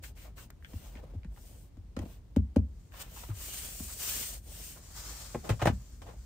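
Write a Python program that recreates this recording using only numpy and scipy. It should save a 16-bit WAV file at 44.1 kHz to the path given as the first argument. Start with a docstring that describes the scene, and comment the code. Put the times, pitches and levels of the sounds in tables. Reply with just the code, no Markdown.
"""Leather creaks faintly under a sliding hand, inside a parked car, close to a stereo microphone.
Fingers press and tap the padded dashboard, which rings dully; a palm hisses over its grain
and a jacket sleeve swishes. Near the end a thumb works the glovebox latch: clicks, a hollow
plastic clack, the thump of the lid. The small, dead cabin booms briefly under each blow
and holds a low rumble."""
import sys
import numpy as np
from scipy import signal
from scipy.fft import rfft, irfft, next_fast_len
from scipy.io import wavfile
from scipy.ndimage import uniform_filter1d

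SR = 44100
rng = np.random.default_rng(int(sys.argv[2]) if len(sys.argv) > 2 else 0)


def generate_wav(signal):
    """Clip the signal to [-1, 1] and save it as 16-bit WAV at the path in sys.argv[1]."""
    frames = np.transpose(np.atleast_2d(signal))
    scaled = np.clip(frames, -1, 1) * 32767
    pcm = np.round(scaled).astype(np.int16)
    wavfile.write(sys.argv[1], SR, pcm)


N = 275625
RING_TIME_S = np.arange(SR // 2) / SR


def gain_of(db):
    """Decibels to amplitude."""
    return 10 ** (np.asarray(db) / 20)


def unit_rms(x):
    """Scales to unit rms."""
    return x / np.sqrt(np.mean(x ** 2) + 1e-20)


def curve_at(points, hz):
    """Joins (freq_hz, value) points on a log-frequency axis."""
    freq_hz, value = np.transpose(points)
    return np.interp(np.log(hz + 1), np.log(freq_hz + 1), value)


def add(mix, start_s, sound):
    """Lays a sound into the mix."""
    part = mix[:, max(round(start_s * SR), 0):][:, :sound.shape[-1]]
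    part += sound[..., :part.shape[1]]


def coloured(x, points):
    """Filters by a (freq_hz, gain_db) curve."""
    size = next_fast_len(x.shape[-1] + 2048)
    gain = gain_of(curve_at(points, np.fft.rfftfreq(size, 1 / SR)))
    return irfft(rfft(x, size) * gain, size)[..., :x.shape[-1]]


def spread(mid, side):
    """Left and right: narrow in the bass, wide through the treble, nearly mono at the very top."""
    # stereo width: freq_hz, side_gain_db
    width = [(60, -21.5), (200, -8.5), (500, -3.5), (1200, -2.5), (7000, 0.5), (9000, -6.5), (10500, 1),
             (12500, -6), (14200, -31)]
    side = coloured(side, width)
    return np.array([mid + side, mid - side])


def noise(spectrum, size):
    """Stereo noise of a given spectral shape, with a mid of unit rms."""
    pair = spread(*coloured(rng.standard_normal((2, size)), spectrum))
    return pair / pair.mean(0).std()


def wobble(rate_hz):
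    """Random motion gliding to a new value rate_hz times a second."""
    knots = rng.standard_normal(N // 8)
    return np.interp(np.arange(N) * rate_hz / SR, np.arange(len(knots)), knots)


def gesture(start_s, rise_s, fall_s, law):
    """One hand movement, from rest to 1 and back; a higher law sharpens the peak."""
    effort = np.interp(np.arange(N) / SR, start_s + np.cumsum([0, abs(rise_s), abs(fall_s)]), [0, 1, 0])
    return np.sin(np.pi / 2 * effort) ** law


def softened(x, corner_hz):
    """A soft contact takes away the high modes."""
    return signal.sosfilt(signal.butter(2, corner_hz, fs=SR, output="sos"), x)


def struck(modes, weights, corner_hz):
    """Decaying modes, each weighted by its motion at the struck spot. Peak 1."""
    ring = sum(weight * gain_of(db - 60 * RING_TIME_S / t60) * np.sin(2 * np.pi * hz * RING_TIME_S)
               for weight, (hz, db, t60) in zip(weights, modes))
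    ring = softened(ring, corner_hz)
    return ring / abs(ring).max()


def cabin_rumble():
    """The steady low rumble inside the closed car."""
    # rumble spectrum: freq_hz, relative_db
    spectrum = [(20, -61), (33, -6), (50, 2.5), (70, -5), (110, -13.5), (160, -18.5), (500, -36.5),
                (1500, -49), (15000, -60)]
    return gain_of(-48.5) * noise(spectrum, N)


def cabin_reflections(x):
    """Dense early reflections off glass and trim, soon soaked up by the seats."""
    # cabin reverberation: freq_hz, t60_s
    decay = [(100, 0.33), (400, 0.075), (1500, 0.11), (6000, 0.099), (15000, 0.0044)]
    echoes = rng.standard_normal((2, len(RING_TIME_S))) * (RING_TIME_S > .003)
    hz, t, bands = signal.stft(echoes, SR, nperseg=256)
    fade = gain_of(-60 * t / curve_at(decay, hz)[:, None])
    tail = signal.istft(bands * fade, SR, nperseg=256)[1]
    tail = spread(*tail / np.linalg.norm(tail[0]))
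    tail = coloured(tail, [(80, -5), (250, -6), (900, -1.5), (15000, -4)])
    return signal.fftconvolve(x, tail, axes=1)[:, :N]


def sleeve():
    """A jacket sleeve swishes, louder as the arm moves faster."""
    # cloth friction spectrum: freq_hz, relative_db
    spectrum = [(1200, 0), (2900, -5), (5800, 1), (6400, 1), (7300, 4), (9500, -3), (15000, -4.5)]
    # arm movements: start_s, rise_s, fall_s, level_db
    swishes = [(2.598, 0.28, 0.16, -72.5), (4.62, 0.36, 0.046, -55), (4.931, 0.065, 0.6, -47.5),
               (5.42, 0.059, 0.76, -60), (5.8, 0.66, 0.59, -64.5)]
    arm = sum(gain_of(db) * gesture(start, rise, fall, law=1.7) for start, rise, fall, db in swishes)
    return noise(spectrum, N) * arm


def leather_ticks():
    """Leather lets go of the skin: single dry snaps through a broad resonance."""
    # releases: start_s, level_db, pitch_hz
    releases = [(.503, -45, 1250), (0.625, -50.5, 1700), (.647, -41.5, 2000), (.954, -45.5, 1990),
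                (.972, -52, 2560), (1.233, -51, 1920), (1.247, -50, 2060), (1.363, -52, 1620),
                (2.921, -54, 1760)]
    decay_s = 0.00097
    out, t = np.zeros((2, N)), RING_TIME_S[:2048]
    for start, db, hz in releases:
        band = signal.iirpeak(hz, Q=1.3, fs=SR)
        burst = rng.standard_normal((2, len(t))) * np.exp(-t / decay_s)
        snap = signal.lfilter(*band, signal.lfilter(*band, burst))
        add(out, start, gain_of(db) * spread(*snap) / abs(snap[0]).max())
    return out


def leather_creaks():
    """Leather sticks and slips: a short run of tiny snaps through one broad resonance."""
    # creaks of leather and trim: start_s, relative_db, pitch_hz, length_s
    creaks = [(0.035, -34.5, 1850, 0.012), (0.16, -45, 2220, 0.094), (0.242, -41, 590, 0.039),
              (0.376, -41, 1390, 0.023), (0.831, -46.5, 680, 0.065), (0.951, -45.5, 1880, 0.03),
              (1.372, -43, 900, 0.0083), (1.965, -30, 1250, 0.0054), (2.938, -37.5, 940, 0.01),
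              (3.159, -38, 980, 0.022), (3.234, -31.5, 950, 0.0058), (3.29, -40, 1100, 0.033),
              (3.879, -41.5, 1110, 0.034), (4.759, -44, 960, 0.018), (5.044, -55, 1090, 0.023),
              (5.436, -37.5, 850, 0.058), (5.591, -30, 1000, 0.036), (6.058, -38.5, 710, 0.055)]
    out, t = np.zeros((2, N)), RING_TIME_S[:8192]
    for start, db, hz, length in creaks:
        snaps = rng.standard_normal((2, len(t))) * gain_of(7.6 * rng.standard_normal(len(t)))
        envelope = (1 - np.exp(-t / (0.22 * length))) * np.exp(-(t / length) ** 2)
        mid, side = signal.lfilter(*signal.iirpeak(hz, Q=2.8, fs=SR), snaps * envelope)
        add(out, start, gain_of(db - 11.5) * spread(unit_rms(mid), unit_rms(side)) * envelope.std())
    return out


def palm_hiss():
    """Skin hisses over the leather grain. Returns the hiss and its envelope."""
    # skin friction spectrum: freq_hz, relative_db
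    spectrum = [(300, -23), (800, -10.5), (1300, -7), (2200, -6), (2800, -2), (3800, -5), (6000, -2.5),
                (8500, 2), (10500, -2.5), (14000, 0.5)]
    # slides of the hand: start_s, rise_s, fall_s, level_db, focus_db_per_octave
    slides = [(.018, 0.023, 0.098, -50, -1.5), (0.146, 0.038, 0.15, -58, -1.5), (.354, 0.031, .11, -53, -3),
              (0.501, 0.0026, 0.014, -49, -5), (.59, 0.24, 0.19, -58.5, -2.5), (1.29, 0.19, 0.23, -60, 0.5),
              (1.979, .12, .12, -62.5, -3.5), (2.9, 0.088, 0.16, -52.5, -5.5),
              (2.964, 0.054, 0.027, -41.5, -2), (3.06, .13, 0.16, -49.5, -1.5), (3.3, 0.25, 0.26, -41.5, 0),
              (3.6, 0.26, 0.58, -45, 2.5), (3.975, .1, 0.23, -34, -0.26), (4.13, .12, 0.16, -41, 1),
              (4.27, 0.072, 0.077, -48.5, 1), (4.4, 0.24, 0.19, -47, 0.9)]
    sheen_hz = 8800  # positive focus gathers the hiss here, negative spreads it to both sides
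    flick_s = 0.12  # slides that stop about this quickly, or quicker, peak more sharply
    hiss, power = np.zeros((2, N)), np.zeros(N)
    hz = np.geomspace(100, SR / 2, 200)
    for start, rise, fall, db, focus in slides:
        swell = gain_of(db) * gesture(start, rise, fall, law=0.73 + flick_s / abs(fall))
        moving = swell > 0
        colour = np.c_[hz, curve_at(spectrum, hz) - focus * abs(np.log2(hz / sheen_hz))]
        hiss[:, moving] += noise(colour, SR)[:, :moving.sum()] * swell[moving]
        power += swell ** 2
    return hiss, np.sqrt(power)


def panel_drag(hiss_envelope):
    """Pressing fingertips and the sliding palm stick and slip: a dull judder in the panel."""
    # drag spectrum: freq_hz, relative_db
    spectrum = [(90, 8), (180, 6), (360, 4.5), (620, 5.5), (1400, -11.5), (2600, -15), (6200, -23.5)]
    # fingertip presses: start_s, rise_s, fall_s, level_db
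    presses = [(.68, 0.19, .12, -69), (.9, 0.11, 0.33, -60), (1.96, 0.028, 0.19, -52.5),
               (5.42, 0.036, 0.17, -42), (6.02, 0.062, 0.15, -54)]
    judder_db = 6
    pressure = sum(gain_of(db) * gesture(start, rise, fall, law=2.56)
                   for start, rise, fall, db in presses)
    force = pressure + gain_of(-41.5) * hiss_envelope ** 0.44
    return noise(spectrum, N) * force * gain_of(judder_db * np.tanh(wobble(rate_hz=74.3)))


def rasp(x):
    """Narrow bands of friction swell and fade at random as the contact moves."""
    depth_db, width_hz, lifetime_s = 1.5, 170, .06
    hz, t, bands = signal.stft(x, SR, nperseg=1024)
    patches = rng.standard_normal(bands.shape[1:])
    for _ in range(2):
        patches = uniform_filter1d(patches, round(width_hz / hz[1]), axis=0)
        patches = uniform_filter1d(patches, round(lifetime_s / t[1]), axis=1)
    return signal.istft(bands * gain_of(depth_db * unit_rms(patches)), SR, nperseg=1024)[1][:, :N]


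def strokes():
    """Palm and sleeve, roughened by the grain and the uneven hand, over the panel's drag."""
    hiss, envelope = palm_hiss()
    grain_db = 1.03 * wobble(rate_hz=2195)
    hand_db = 1.35 * wobble(rate_hz=43.5)
    drag = panel_drag(envelope)
    return rasp(hiss + sleeve()) * gain_of(grain_db + hand_db) + drag


def slap(decay_s):
    """The short burst of two surfaces meeting."""
    # contact spectrum: freq_hz, relative_db
    spectrum = [(100, 4.5), (600, 17.5), (1800, 3), (3000, 1.5), (4200, -4), (7500, -5), (15000, -11.5)]
    t, attack_s = RING_TIME_S[:4096], 0.000077
    return noise(spectrum, len(t)) * (1 - np.exp(-t / attack_s)) * np.exp(-t / decay_s) / 2


def lid_thump():
    """The glovebox lid's low modes, all pushed the same way at once."""
    # lid modes in the footwell: pitch_hz, relative_db, t60_s
    modes = [(57, -18, .15), (112, 0, .095)]
    return struck(modes, -np.ones(len(modes)), corner_hz=220)


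def box_clack(corner_hz):
    """A crowd of short-lived plastic modes, mixed anew by every knock. Unit rms."""
    # colour of the hollow glovebox: freq_hz, relative_db
    colour = [(190, 3), (290, -1), (400, 3.5), (640, 2), (860, 0), (1150, -4), (1580, -4.5), (1780, -1),
              (2500, -3.5), (4000, -11)]
    t, seating_s = RING_TIME_S[:8192], 0.0014
    hz = np.linspace(170, 4500, 110)[:, None]
    hz = hz + rng.uniform(-18, 18, hz.shape)
    t60_s = 0.037 * (hz / 1000) ** -0.12
    envelopes = gain_of(curve_at(colour, hz) - 60 * t / t60_s)
    modes = envelopes * np.sin(2 * np.pi * (hz * t + rng.random(hz.shape)))
    ring = modes.sum(0) * (1 - np.exp(-t / seating_s))
    return unit_rms(softened(ring, corner_hz))


def glovebox():
    """The latch clicks, the hollow box answers with a dry clack, and the lid thumps on its stops."""
    # knocks of latch and lid: start_s, clack_relative_db, corner_hz, click_db, thump_db
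    knocks = [(5.346, -24, 870, -43, -60), (5.353, -25, 458, -56, -40), (5.493, -22, 1350, -25.5, -51),
              (5.502, -28, 1960, -30, -18), (5.617, -24, 2220, -32, -37), (5.623, -21, 1390, -27, -22),
              (5.656, -13.5, 1130, -23.5, -24), (5.671, -12.5, 1360, -22.5, -18),
              (6.019, -50, 1190, -42, -74)]
    out = np.zeros((2, N))
    thump = lid_thump()
    for start, db, corner_hz, click_db, thump_db in knocks:
        add(out, start, gain_of(db - 22) * box_clack(corner_hz))
        add(out, start - .001, gain_of(click_db) * slap(decay_s=0.013))
        add(out, start + 0.0018, gain_of(thump_db) * thump)
    return out


def dashboard():
    """Finger blows: a slap of skin, then the padded panel's dull ring, higher where it is stiffer."""
    # fingers and knuckles landing: start_s, level_db, corner_hz, pitch_ratio, slap_db
    taps = [(0.737, -33, 112, 1.07, -45), (.955, -42.5, 352, 1, -66), (1.038, -41.5, 880, 2.1, -64),
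            (1.135, -46, 398, 1.96, -70), (1.149, -32.5, 69.5, 1.14, -70), (1.249, -36, 125, 0.81, -51.5),
            (1.773, -40, 107, 1.13, -55.5), (1.969, -25.5, 890, 0.95, -38), (1.993, -31.5, 300, 1.15, -34),
            (2.034, -33.5, 780, 0.85, -54), (2.057, -39.5, 920, 1.08, -47.5),
            (2.3654, -12.5, 387, 0.97, -33.5), (2.5639, -10.5, 920, 0.98, -31), (3.29, -30, 69, 1.48, -42),
            (3.802, -33, 167, 0.98, -40), (5.696, -22.5, 332, .95, -48)]
    # panel modes, scaled by each tap: base_pitch_hz, relative_db, base_t60_s
    modes = [(67, -5, .33), (84, 4, .095), (98, -2, .12), (145, -12, .065), (214, 2.8, .064),
             (274, 2, .048), (415, -6.5, .042), (579, -7.5, .038), (682, -19, .045), (750, -3, .004)]
    out = np.zeros((2, N))
    signs = -(-1) ** np.arange(len(modes))  # neighbours move oppositely: the boom swells after the blow
    for start, db, corner_hz, pitch_ratio, slap_db in taps:
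        freedom = min(gain_of(db + 13) ** .13, 1)  # a light finger stays on the panel and damps it
        spot_modes = np.multiply(modes, [pitch_ratio, 1, freedom / pitch_ratio])
        add(out, start, gain_of(db) * struck(spot_modes, signs, corner_hz))
        add(out, start - .003, gain_of(slap_db) * slap(decay_s=.005))
    return out


def scene():
    """The handling close up, with the cabin's reflections and rumble behind it."""
    taps, latch = dashboard(), glovebox()
    leather = leather_creaks() + leather_ticks()
    room = cabin_reflections(gain_of(-11.5) * taps + gain_of(-9.5) * latch + gain_of(-9) * leather)
    return cabin_rumble() + room + leather + strokes() + latch + taps


def record(dry):
    """A close stereo microphone that leans left and sheds the deepest bass; then the band limit."""
    # channel balance: freq_hz, left_over_right_db
    balance = [(60, 0.5), (200, 2), (1500, 0.5), (4500, 2.5), (9000, 3.5), (13000, -1)]
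    # in this band the two microphone ports hear in opposite phase, so the mid cancels
    notch_hz, half_width_hz, notch_db = 11200, 1010, -17.5
    size = next_fast_len(N + 4096)
    hz = np.fft.rfftfreq(size, 1 / SR)
    pair = rfft(dry, size)
    mid_gain = gain_of(notch_db * np.exp(-((hz - notch_hz) / half_width_hz) ** 4))
    pair = pair + (mid_gain - 1) * pair.mean(0)
    lean_db = curve_at(balance, hz) * np.array([[1], [-1]]) / 2
    heard = irfft(pair * gain_of(lean_db), size)[:, :N]
    heard = signal.sosfilt(signal.butter(4, 36, "highpass", fs=SR, output="sos"), heard)
    lowpass = signal.firwin(511, 15650, window=("kaiser", 9), fs=SR)
    return signal.oaconvolve(heard, lowpass[None], "same", axes=1)


dry = scene()
out = record(dry)
generate_wav(out)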